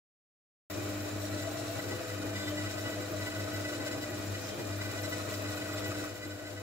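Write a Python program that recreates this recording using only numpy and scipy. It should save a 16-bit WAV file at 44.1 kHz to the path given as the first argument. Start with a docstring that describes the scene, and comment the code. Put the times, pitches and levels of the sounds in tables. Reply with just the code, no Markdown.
"""Stand mixer working dough

In a kitchen, a stereo microphone close to a steel bowl in which a dough hook turns flour and butter.
The motor hums on the mains and whines with its load-dependent speed; its gears growl, chatter and
knock, ringing housing and bowl. The brushes sizzle, cooling air rushes, and now and then the hook
swishes through the flour. After a short silence the sound cuts in, already at speed."""
import sys
import numpy as np
from scipy import signal
from scipy.fft import rfft, irfft, next_fast_len
from scipy.io import wavfile
from scipy.ndimage import map_coordinates

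SR = 44100
rng = np.random.default_rng(int(sys.argv[2]) if len(sys.argv) > 2 else 0)


def master(y):
    """Save y as 16-bit WAV."""
    cut = np.clip(np.atleast_2d(y).T, -1, 1)
    pcm = np.round(cut * 32767)  # scale
    wavfile.write(sys.argv[1], SR, pcm.astype(np.int16))


N = 291942
TIME = np.arange(N) / SR
MAINS_HZ = 50.02

# Low hum and higher housing buzz: mains multiple, level/dB, left minus right/dB
HUM_LINES = [(1, -31, 4), (2, -5, 3), (4, -16.5, 1.5)]
BUZZ_LINES = [(6, 0, 0), (7, -22.5, 3), (8, -27, -2), (9, -19.5, -12), (11, -29, 29), (12, -11, 11),
              (16, -26, -8)]
# Course of the hum, the buzz and the singing tenth mains multiple: t/s, level/dB
HUM_LEVEL = [(.72, -38.5), (1.3, -36), (1.58, -43), (1.9, -39.5), (2.08, -43.5), (2.35, -34.5), (2.9, -41),
             (3.55, -36), (3.74, -47.5), (4.3, -37), (4.45, -43.5), (4.7, -37.5), (5.1, -41), (5.55, -37.5),
             (5.95, -41.5), (6.62, -39.5)]
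BUZZ_LEVEL = [(.72, -42.5), (.95, -43.5), (1.55, -44), (1.8, -47.5), (2.4, -44.5), (2.54, -40.5),
              (2.7, -46.5), (3.3, -45.5), (3.55, -45), (4.05, -45.5), (4.75, -50), (5.2, -45.5),
              (5.28, -51.5), (5.38, -45.5), (6.07, -45), (6.16, -53), (6.27, -42.5), (6.62, -48.5)]
SING_LEVEL = [(.72, -59), (1.55, -59), (1.85, -49), (2.28, -48.5), (2.6, -57), (3.05, -49), (3.3, -59),
              (3.92, -48.5), (4.04, -61), (4.45, -55), (4.78, -60), (4.9, -53), (5.25, -53), (5.37, -56),
              (5.53, -50), (5.7, -57), (5.85, -50), (6.03, -51), (6.2, -49)]
# Brief dips and swells of the hum: t/s, change/dB
HUM_SWINGS = [(.82, -8), (1.09, -22), (1.39, -4), (1.59, -5), (1.83, -3), (2.04, -22), (2.44, -4),
              (3.18, 1), (3.28, -19), (3.5, -18), (3.58, -1), (4.51, 6.5), (4.93, -12), (5.61, -9),
              (5.9, 6), (6.17, -7), (6.4, -19)]
# Rotor tones and gear-mesh whine: shaft multiple, level/dB, left minus right/dB
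ROTOR_LINES = [(3, -16, 3), (4, -9.5, -6), (5, -16, 13), (12, -15, -9.5)]
WHINE_LINES = [(24, 0, 2), (30, -14, 0), (48, -11, 0)]
# Course of the whine: t/s, level/dB
WHINE_LEVEL = [(1.1, -58), (1.5, -63), (2, -58), (5.3, -58.5), (5.9, -54.5), (6.2, -58.5)]
def motor(turns):
    """The field hums and shakes the housing; the rotor whines, its imbalance beating with the hum."""
    mains = MAINS_HZ * TIME
    hum_db = curve(HUM_LEVEL) + swells(HUM_SWINGS, half_s=0.022)
    buzz_db = curve(BUZZ_LEVEL) - 9 * lean()
    hum = amp(hum_db) * lines(HUM_LINES, mains, flutter=.26, flutter_hz=16)
    buzz = amp(buzz_db) * lines(BUZZ_LINES, mains, flutter=.12, flutter_hz=18)
    sing = amp(curve(SING_LEVEL)) * lines([(10, -1, 5.7)], mains, flutter=.28, flutter_hz=25)
    rotor = amp(-49 + lean()) * lines(ROTOR_LINES, turns, flutter=.5, flutter_hz=24)
    whine = amp(curve(WHINE_LEVEL)) * lines(WHINE_LINES, turns, flutter=.45, flutter_hz=50)
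    imbalance = lines([(1, -55, 2.7)], turns, flutter=0.41, flutter_hz=12)
    return hum + buzz + sing + rotor + imbalance + whine


# Motor speed, heard as the pitch of the gear mesh: t/s, f/Hz
MESH_PITCH = [(.7, 2449), (1, 2508), (1.2, 2470), (1.5, 2689), (1.72, 2744), (1.84, 2533), (2.15, 2509),
              (2.45, 2346), (2.9, 2560), (3.05, 2457), (3.25, 2542), (3.9, 2530), (4.05, 2463),
              (4.55, 2459), (4.82, 2398), (5.2, 2540), (5.8, 2500), (6.05, 2567), (6.17, 2403),
              (6.45, 2524)]
def shaft(teeth=24):
    """Turns of the rotor so far, with a slight speed flutter."""
    mesh_hz = curve(MESH_PITCH) * (1 + 0.00191 * wobble(25))
    return np.cumsum(mesh_hz) / teeth / SR


def lean(round_s=2.374, first_s=2.038, half_s=0.1):
    """0 to 1: the hook presses into the butter, once in each round of the bowl."""
    from_lean_s = (TIME - first_s + round_s / 2) % round_s - round_s / 2
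    return np.exp(-(from_lean_s / half_s) ** 2)


def throb(turns, gear_ratio=12.61, tight_at_s=3.957, sharpness=0.4):
    """The tight spot of the reduction wheel comes round about eight times a second; mean 0."""
    angle = 2 * np.pi * (turns - np.interp(tight_at_s, TIME, turns)) / gear_ratio
    tight = np.exp(sharpness * (np.cos(angle) - 1))
    return tight - tight.mean()


# Resonances of the housing: f/Hz, width/Hz, level/dB
HOUSING_MODES = [(116, 16.3, 7.5), (162, 24, -4), (234, 19, -4.5), (274, 23, 4), (336.5, 31, 6.5),
                 (427, 52, -4.5), (517, 28, -2), (791, 31, -3.5)]
# The hook shoves a lump: t/s, half length/s, rise/dB
SHOVES = [(1.92, 0.018, 10.5), (2.245, 0.065, 6.5), (2.905, 0.038, 4.5), (3.768, .04, 3), (3.922, 0.046, 4),
          (4.245, 0.063, 2.5), (4.6, 0.057, 6)]
def growl():
    """The drive shakes the housing at each torque pulse; shoving a lump raises all but the bass."""
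    torque = amp(2 * np.sin(2 * np.pi * 2 * MAINS_HZ * TIME))
    shaking = rng.standard_normal((2, N)) * torque * amp(2.65 * wobble(30))
    body = stereo(shaking, lambda f: ringing(HOUSING_MODES, f) / (1 + (f / 1100) ** 4))
    bass = filtered(body, lambda f: 1 / (1 + (f / 170) ** 8))
    shove_db = sum(swells([(s, db)], half_s) for s, half_s, db in SHOVES)
    return amp(-46.5 - lean()) * (bass + amp(shove_db) * (body - bass))


# Hard bursts of chatter: t/s, half length/s, level/dB
BURSTS = [(1.423, 0.067, -48), (1.8, 0.009, -42.5), (1.923, 0.017, -42.5), (2.116, .012, -50),
          (2.362, 0.015, -44), (2.417, 0.035, -39.5), (2.483, 0.014, -37), (2.584, .013, -39),
          (2.62, 0.015, -44), (2.668, 0.013, -40.5), (2.712, 0.0095, -42), (2.787, .02, -45.5),
          (2.873, 0.031, -43.5), (2.935, 0.023, -44), (3.03, 0.016, -45), (3.217, 0.016, -41.5),
          (3.277, 0.014, -41), (3.32, 0.012, -45), (3.361, 0.015, -50), (3.405, 0.015, -43.5),
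          (3.555, 0.019, -41.5), (3.659, 0.016, -42), (3.695, .012, -42.5), (3.734, .011, -43.5),
          (3.818, 0.016, -43), (3.876, 0.014, -36.5), (3.93, 0.017, -41.5), (4.035, 0.024, -44),
          (4.134, 0.011, -44), (4.355, 0.011, -44), (4.498, .011, -46), (4.606, 0.01, -44),
          (4.73, .011, -45), (4.82, 0.01, -38), (4.858, 0.012, -42.5), (4.908, 0.017, -43),
          (4.984, 0.014, -45), (5.054, 0.013, -40), (5.134, 0.012, -39.5), (5.286, .012, -47),
          (5.343, 0.022, -44), (5.465, 0.013, -43), (5.512, 0.024, -48), (5.579, .011, -44),
          (5.62, 0.011, -42), (5.669, 0.011, -51), (5.738, 0.014, -39.5), (5.783, 0.014, -43.5),
          (5.86, 0.031, -42), (5.951, 0.01, -39.5), (5.984, .012, -44), (6.11, 0.013, -51),
          (6.243, 0.025, -40.5), (6.318, .025, -42.5), (6.392, .012, -43), (6.47, 0.015, -37.5),
          (6.582, .012, -44)]
# Gearbox resonances: f/Hz, width/Hz, level in a burst/dB, level in light chatter/dB
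GEARBOX_MODES = [(994, 22, -24, -20), (1430, 43, -2, 5.5), (1500, 95, -2, -1), (1920, 50, -1, -4),
                 (1974, 26.1, 5.5, 1.5), (2958, 30, 1.5, 3.5), (3990, 150, -3, -5), (4960, 100, -4, -9),
                 (7450, 30, 0.5, -12)]
# High ring of the ticking teeth: f/Hz, width/Hz, level/dB
TICK_MODES = [(7110, 150, -3), (7410, 80, 1.5)]
def chatter():
    """As the backlash opens, the teeth chatter and tick in quick pulses and in hard, ringing bursts."""
    hard = sum(swells([(s, amp(db))], half_s) for s, half_s, db in BURSTS)
    pulses = pulsing()
    light = np.hypot(slack(), amp(-56.5)) * pulses  # faint tapping goes on between spells
    ring = tapping([(hz, width, db) for hz, width, db, _ in GEARBOX_MODES], unevenness=.5)
    clatter = tapping([(hz, width, db) for hz, width, _, db in GEARBOX_MODES], unevenness=.8)
    ticks = amp(-62.5) * pulses * tapping(TICK_MODES, unevenness=1)
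    return hard * ring + light * clatter + ticks


# Spells of light chatter: start t/s, end t/s, level/dB
SLACK_SPELLS = [(1.744, 2.298, -53.5), (2.301, 2.96, -54), (3.17, 4.051, -51), (4.78, 5.21, -52.5),
                (5.421, 6.621, -50)]
def slack(edge_s=0.042):
    """Gain of the light chatter while the gears run slack."""
    return sum(amp(db) * np.clip(np.minimum(TIME - start, end - TIME) / edge_s + .5, 0, 1)
               for start, end, db in SLACK_SPELLS)


def pulsing(rate_hz=23, swing_db=4.5):
    """The slack gears swing in and out of contact in quick, nearly regular pulses; rms 1."""
    swing = np.cos(2 * np.pi * (rate_hz * TIME + .25 * wobble(7)))
    return unit(amp(swing_db * swing + wobble(rate_hz)))


def tapping(modes, unevenness, rate_hz=497):
    """Teeth tap unevenly and ring the given resonances, reaching the right channel first; rms 1."""
    jitter = unevenness * (.04 * wobble(420) + .08 * wobble(45)) + .17 * wobble(12)
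    taps = np.diff(np.floor(rate_hz * TIME + jitter), prepend=0)
    taps = taps * amp(2.5 * unevenness * rng.standard_normal((2, N)))
    return unit(filtered(taps, lambda f: ringing(modes, f) * left_delay(f, lag_s=.00013)))


# Knocks on the bowl: t/s, level/dB, f/Hz
KNOCKS = [(1.231, -39, 620), (1.338, -39, 622), (1.467, -33.5, 653), (1.581, -35, 650), (1.692, -35, 658),
          (1.78, -35, 627), (1.997, -33, 650), (2.316, -41, 640), (2.515, -38, 606), (2.638, -42, 608),
          (2.964, -40, 628), (3.129, -34, 625), (3.723, -34, 623), (3.858, -32.5, 601), (4.1, -38, 632),
          (4.726, -42, 647), (4.824, -39, 614), (4.958, -40, 609), (5.07, -37.5, 617), (5.169, -39, 610),
          (5.312, -32.5, 617), (5.414, -38, 629), (5.617, -38.5, 619), (5.746, -37.5, 620),
          (5.92, -38, 615)]
# Clacks against the casing: t/s, level/dB
CLACKS = [(2.637, -43), (2.87, -50), (3.121, -45), (3.472, -44), (3.718, -45), (5.055, -52), (5.109, -44),
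          (5.194, -44), (5.311, -45), (5.376, -50), (5.443, -47.5), (5.542, -44), (5.686, -44),
          (5.733, -44), (5.797, -42), (5.91, -41), (6.033, -43)]
# What a clack rings: f/Hz, level/dB
CLACK_MODES = [(1160, -7), (1265, -2.5), (1390, -6.5), (1900, -20)]
def knocking():
    """Left of the microphone, the drive knocks on the bowl; nearer the centre, a loose gear clacks."""
    overtone = (830, -22)  # f/Hz, level/dB
    knocks = sum(blows([(s, db)], [(hz, 0), overtone], rise_s=0.011) for s, db, hz in KNOCKS)
    clacks = blows(CLACKS, CLACK_MODES, rise_s=0.0093)
    return amp([[0], [-6]]) * knocks + amp([[1], [-1]]) * clacks


def blows(rows, modes, rise_s):
    """Each (t/s, level/dB) blow rings the modes briefly, a little differently every time."""
    out, t = np.zeros(N + SR), TIME[:SR // 10]
    hz, mode_db = np.transpose(modes)
    envelope = (t / rise_s * np.exp(1 - t / rise_s)) ** 2
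    for s, db in rows:
        scatter_db, detune, phase = rng.standard_normal((3, len(hz)))
        waves = np.sin(np.outer(2 * np.pi * hz * (1 + .015 * detune), t) + np.pi * phase[:, None])
        out[round(s * SR):][:len(t)] += amp(db + mode_db + scatter_db) @ waves * envelope
    return out[:N]


# Resonances of the steel bowl: f/Hz, width/Hz, level/dB
BOWL_MODES = [(603.2, 9.9, 5), (629.6, 16, -2), (665, 29, -2)]
def bowl(turns):
    """The bowl drones and throbs under the drive, more at speed, picking up a shaft and a mains tone."""
    shaking = rng.standard_normal((2, N))
    ring = stereo(shaking, lambda f: ringing(BOWL_MODES, f) * ringing([(670, 700, 0)], f))
    shaft_tone = lines([(6, -6, 7)], turns, flutter=.3, flutter_hz=20)
    mains_tone = lines([(13, -2.5, 4)], MAINS_HZ * TIME, flutter=.25, flutter_hz=20)
    mesh_hz = curve(MESH_PITCH)
    overspeed_percent = 100 * (mesh_hz / mesh_hz.mean() - 1)
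    level_db = -51.5 + 1.5 * throb(turns) + 0.3 * overspeed_percent + unit(slack())
    return amp(level_db) * (ring + shaft_tone + mains_tone)


# Resonances of the casing, and the gearbox's antiresonance: f/Hz, width/Hz, strength/dB
CASING_MODES = [(1050, 20, -1), (1153, 22, 1), (1292, 120, -0.5), (1457, 48, 0), (1774, 28, -2.5),
                (1931, 27, 6.5), (2010, 12, 4), (2260, 56, -1), (2420, 53, -9.5)]
GEARBOX_NOTCH = [(2080, 220, 0)]
# Course of the churning: t/s, level/dB
CHURN_LEVEL = [(.72, -50.5), (2.3, -51.5), (3.6, -51), (4.65, -53), (5.2, -48.5), (6.0, -52.5),
               (6.25, -53.5)]
def churning(turns):
    """Loose gear teeth churn in the casing, in a wave at each turn of the reduction wheel."""
    teeth = np.array([impacts(per_s=5000, scatter_db=1.5), impacts(per_s=5000, scatter_db=-0.5)])
    colour = lambda f: ringing(CASING_MODES, f) * (1 - ringing(GEARBOX_NOTCH, f))
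    level_db = curve(CHURN_LEVEL) + 6.5 * throb(turns) + 1.2 * wobble(32)
    return amp(level_db) * stereo(teeth, colour)


# High resonances of the gears: f/Hz, width/Hz, level/dB
RASP_MODES = [(4050, 380, -0.5), (5550, 400, -3.5), (6220, 150, -8), (7030, 280, -3.5), (7860, 67, 0),
              (8840, 91, -7)]
# Course of the rasp: t/s, level/dB
RASP_LEVEL = [(1.1, -68), (1.25, -51.5), (1.65, -51.5), (2.1, -70), (2.9, -56.5), (3.8, -55.5), (4.6, -68),
              (5.05, -50.5), (5.98, -56), (6.13, -74)]
def rasp():
    """Tooth flanks scrape in short, gritty grains that ring the metal."""
    grit = np.array([impacts(per_s=2500, scatter_db=3) for _ in range(2)])
    grains = unit(amp(6 * np.tanh(wobble(55))))
    return amp(curve(RASP_LEVEL)) * grains * stereo(grit, lambda f: ringing(RASP_MODES, f))


# Spectrum of the brushes from close by: f/Hz, level/dB
BRUSH_SPECTRUM = [(1200, -9), (2100, -10), (2450, -4.5), (2750, -0.5), (3300, -3.5), (4000, 1.4),
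                  (4600, -3.5), (5600, -5), (6500, -3), (7400, -3.5), (8300, -6), (10000, -8.5),
                  (14000, -17), (15500, -10.5)]
# Ring of the motor's metal parts: f/Hz, width/Hz, level/dB
METAL_MODES = [(4010, 62, -1.5), (4980, 99, -3.5), (5700, 400, 0.5), (7110, 100, 0.5), (7100, 30, 3),
               (8500, 110, -6), (12200, 850, 0.5), (15000, 150, -8), (15200, 390, -5)]
def brushes():
    """Carbon brushes rub and spark on the commutator: a restless, metallic sizzle with sharp ticks."""
    rub = rng.standard_normal((2, N))
    sparks = np.array([impacts(per_s=2200, scatter_db=2.5), impacts(per_s=1900, scatter_db=8)])
    ticks = reflections(impacts(per_s=120, scatter_db=2.5), t60_s=0.051)
    sizzle = unit(rub + amp(-10) * unit(sparks) + amp(-5.5) * ticks)
    sizzle = sizzle + amp(-13) * reflections(sizzle, t60_s=.05)
    colour = lambda f: amp(along(BRUSH_SPECTRUM, f)) * (1 + abs(ringing(METAL_MODES, f)))
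    return amp(-48 + 1.08 * wobble(40)) * stereo(sizzle, colour)


# Showers of crackle: t/s, level/dB
CRACKLE_SHOWERS = [(.713, -47), (1.435, -52), (1.715, -47), (3.121, -48), (3.392, -49), (3.542, -47),
                   (4.414, -49), (5.02, -47), (5.101, -45), (5.261, -50), (5.302, -50), (5.741, -47),
                   (5.877, -47)]
def treble_crackle(low_cut_hz=11800):
    """A bright, flickering crackle with brief showers; it pulses at mains rate and follows the churn."""
    flicker = unit(amp(7.5 * np.tanh(.8 * wobble(50))))
    clicks = reflections(impacts(per_s=2000, scatter_db=0), t60_s=0.004)
    bright = unit(filtered(clicks, lambda f: (f / low_cut_hz) ** 6 / (1 + (f / low_cut_hz) ** 6)))
    churn_db = curve(CHURN_LEVEL)
    bed = amp(-55 + 0.45 * (churn_db - churn_db.mean())) * flicker
    showers = swells([(s, amp(db)) for s, db in CRACKLE_SHOWERS], half_s=0.015)
    angle = 2 * np.pi * MAINS_HZ * (TIME - .0041)
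    pulse = unit(amp(2.2 * np.cos(2 * angle) + 1.1 * np.cos(angle)))  # two unequal peaks a cycle
    return np.hypot(bed, showers) * pulse * bright


# Swishes inside the bowl: t/s, half length/s, f/Hz, width as a share of f, level/dB
SWISHES = [(2.458, 0.1, 3580, 0.11, -52.5), (2.496, 0.055, 3130, 0.15, -52),
           (4.463, 0.067, 5600, 0.4, -49.5), (4.53, 0.084, 3260, 0.19, -56), (5.782, .1, 3420, 0.19, -58)]
def hook():
    """The hook drags flour along the steel in soft, grainy swishes."""
    out = np.zeros((2, N))
    grains = reflections(impacts(per_s=3000, scatter_db=3), t60_s=.08)
    for s, half_s, hz, width, db in SWISHES:
        band = unit(filtered(grains, lambda f: ringing([(hz, width * hz, 0)], f) ** 2))
        out += swells([(s, amp(db))], half_s) * band
    return out


# Spectrum of the air at the vents: f/Hz, level/dB
AIR_SPECTRUM = [(25, -26), (38, -10), (50, -1.5), (150, -5), (300, 1), (470, -2.5), (550, -10), (680, 0.5),
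                (900, -12), (1300, -4), (1800, -4), (2200, -11), (4000, -31)]
def fan():
    """Cooling air rushes through the vents, a steady bed behind the machinery."""
    return amp(-49) * stereo(rng.standard_normal((2, N)), lambda f: amp(along(AIR_SPECTRUM, f)))


# How alike the microphone's two channels are: f/Hz, likeness (capped at 1)
LIKENESS = [(60, 0.16), (250, 1.13), (380, 0.63), (550, 0), (800, 0.3), (1400, 0.1), (2000, 0.38),
            (4000, 0.09), (15000, 0)]
# Balance at the microphone: f/Hz, left minus right/dB
BALANCE = [(60, 2), (110, 1.5), (200, 0), (380, 3), (680, 3.5), (1290, 1), (2380, 1.5), (4400, -1.5),
           (8120, 2), (15000, 0.5)]
def stereo(pair, colour):
    """Two unrelated signals become a coloured left and right of rms 1, most alike near 250 Hz."""
    spread = lambda f: np.arccos(np.clip(along(LIKENESS, f), -1, 1)) / 2
    mid, side = filtered(pair, lambda f: colour(f) * np.array([np.cos(spread(f)), np.sin(spread(f))]))
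    balance = lambda f: amp(np.outer([.5, -.5], along(BALANCE, f)))
    return unit(filtered(np.array([mid + side, mid - side]), balance))


def reflections(x, t60_s):
    """Short dense echoes inside the bowl, different in each channel; rms 1."""
    t = TIME[:SR // 8]
    echoes = rng.standard_normal((2, len(t))) * amp(-60 * t / t60_s)
    return unit(signal.fftconvolve(np.atleast_2d(x), echoes, axes=1)[:, :N])


def left_delay(f, lag_s):
    """Response of a path that reaches the left channel late."""
    return np.exp(-2j * np.pi * f * np.array([[lag_s], [0]]))


def lines(table, cycles, flutter, flutter_hz):
    """Tones at multiples of a cycle; each flutters in size and phase."""
    out = np.zeros((2, N))
    for multiple, db, pan_db in table:
        shake = 1 + flutter * (wobble(flutter_hz) + 1j * wobble(flutter_hz))
        phase = 2 * np.pi * (multiple * cycles + rng.random())
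        tone = unit((shake * np.exp(1j * phase)).real)
        out += amp([[db + pan_db / 2], [db - pan_db / 2]]) * tone
    return out


def impacts(per_s, scatter_db):
    """Tiny blows of bounded size at random times."""
    size = np.clip(rng.standard_normal(N), -1.6, 1.6)
    return (rng.random(N) < per_s / SR) * rng.choice([-1, 1], N) * amp(scatter_db * size)


def ringing(modes, f):
    """Causal response of (f/Hz, width/Hz, level/dB) resonances, with notches between them."""
    return sum(amp(db) * 1j * f * width / (hz * hz - f * f + 1j * f * width) for hz, width, db in modes)


def filtered(x, response):
    """x through a response of frequency."""
    size = next_fast_len(N + SR // 2)
    return irfft(rfft(x, size) * response(np.fft.rfftfreq(size, 1 / SR)), size)[..., :N]


def swells(rows, half_s):
    """A short rounded swell for each (t/s, height) row."""
    return sum(height * np.exp(-((TIME - s) / half_s) ** 2) for s, height in rows)


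def wobble(knots_per_s):
    """A smooth random curve."""
    return map_coordinates(rng.standard_normal(size=4096), [TIME * knots_per_s], mode="wrap")


def curve(points):
    """(t/s, value) points joined into one value per sample."""
    return np.interp(TIME, *np.transpose(points))


def along(points, hz):
    """(f/Hz, value) points joined on a log axis and read at hz."""
    f, values = np.transpose(points)
    return np.interp(np.log(hz + 1), np.log(f + 1), values)


def amp(db):
    """Decibels to gain."""
    return 10 ** (np.asarray(db) / 20)


def unit(x):
    """Scale to rms 1."""
    return x / np.sqrt(np.mean(x ** 2) + 1e-20)


def scene():
    """The running mixer from close by; the sound of the housing reaches the right channel first."""
    turns = shaft()
    housing = motor(turns) + growl() + bowl(turns) + knocking()
    housing = filtered(housing, lambda f: left_delay(f, lag_s=.00011))
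    hiss = rasp() + brushes() + treble_crackle()
    return housing + churning(turns) + chatter() + hiss + fan() + hook()


# Overall level, dropping near the end and fading on: t/s, gain/dB
FADE = [(6.06, .7), (6.13, -3.2), (6.62, -4.7)]
LOW_CUT_HZ, TOP_HZ, START_S = 24, 15760, 0.699
def record(dry):
    """The microphone sheds the deepest bass; the top treble is cut; the sound cuts in and later drops."""
    heard = filtered(dry, lambda f: f ** 4 / (f ** 4 + LOW_CUT_HZ ** 4)) * amp(curve(FADE))
    cut_in = np.clip((TIME - START_S) / .002, 0, 1)
    return filtered(heard * cut_in, lambda f: np.clip((TOP_HZ - f) / 100 + .5, 0, 1))


dry = scene()
out = record(dry)
master(out)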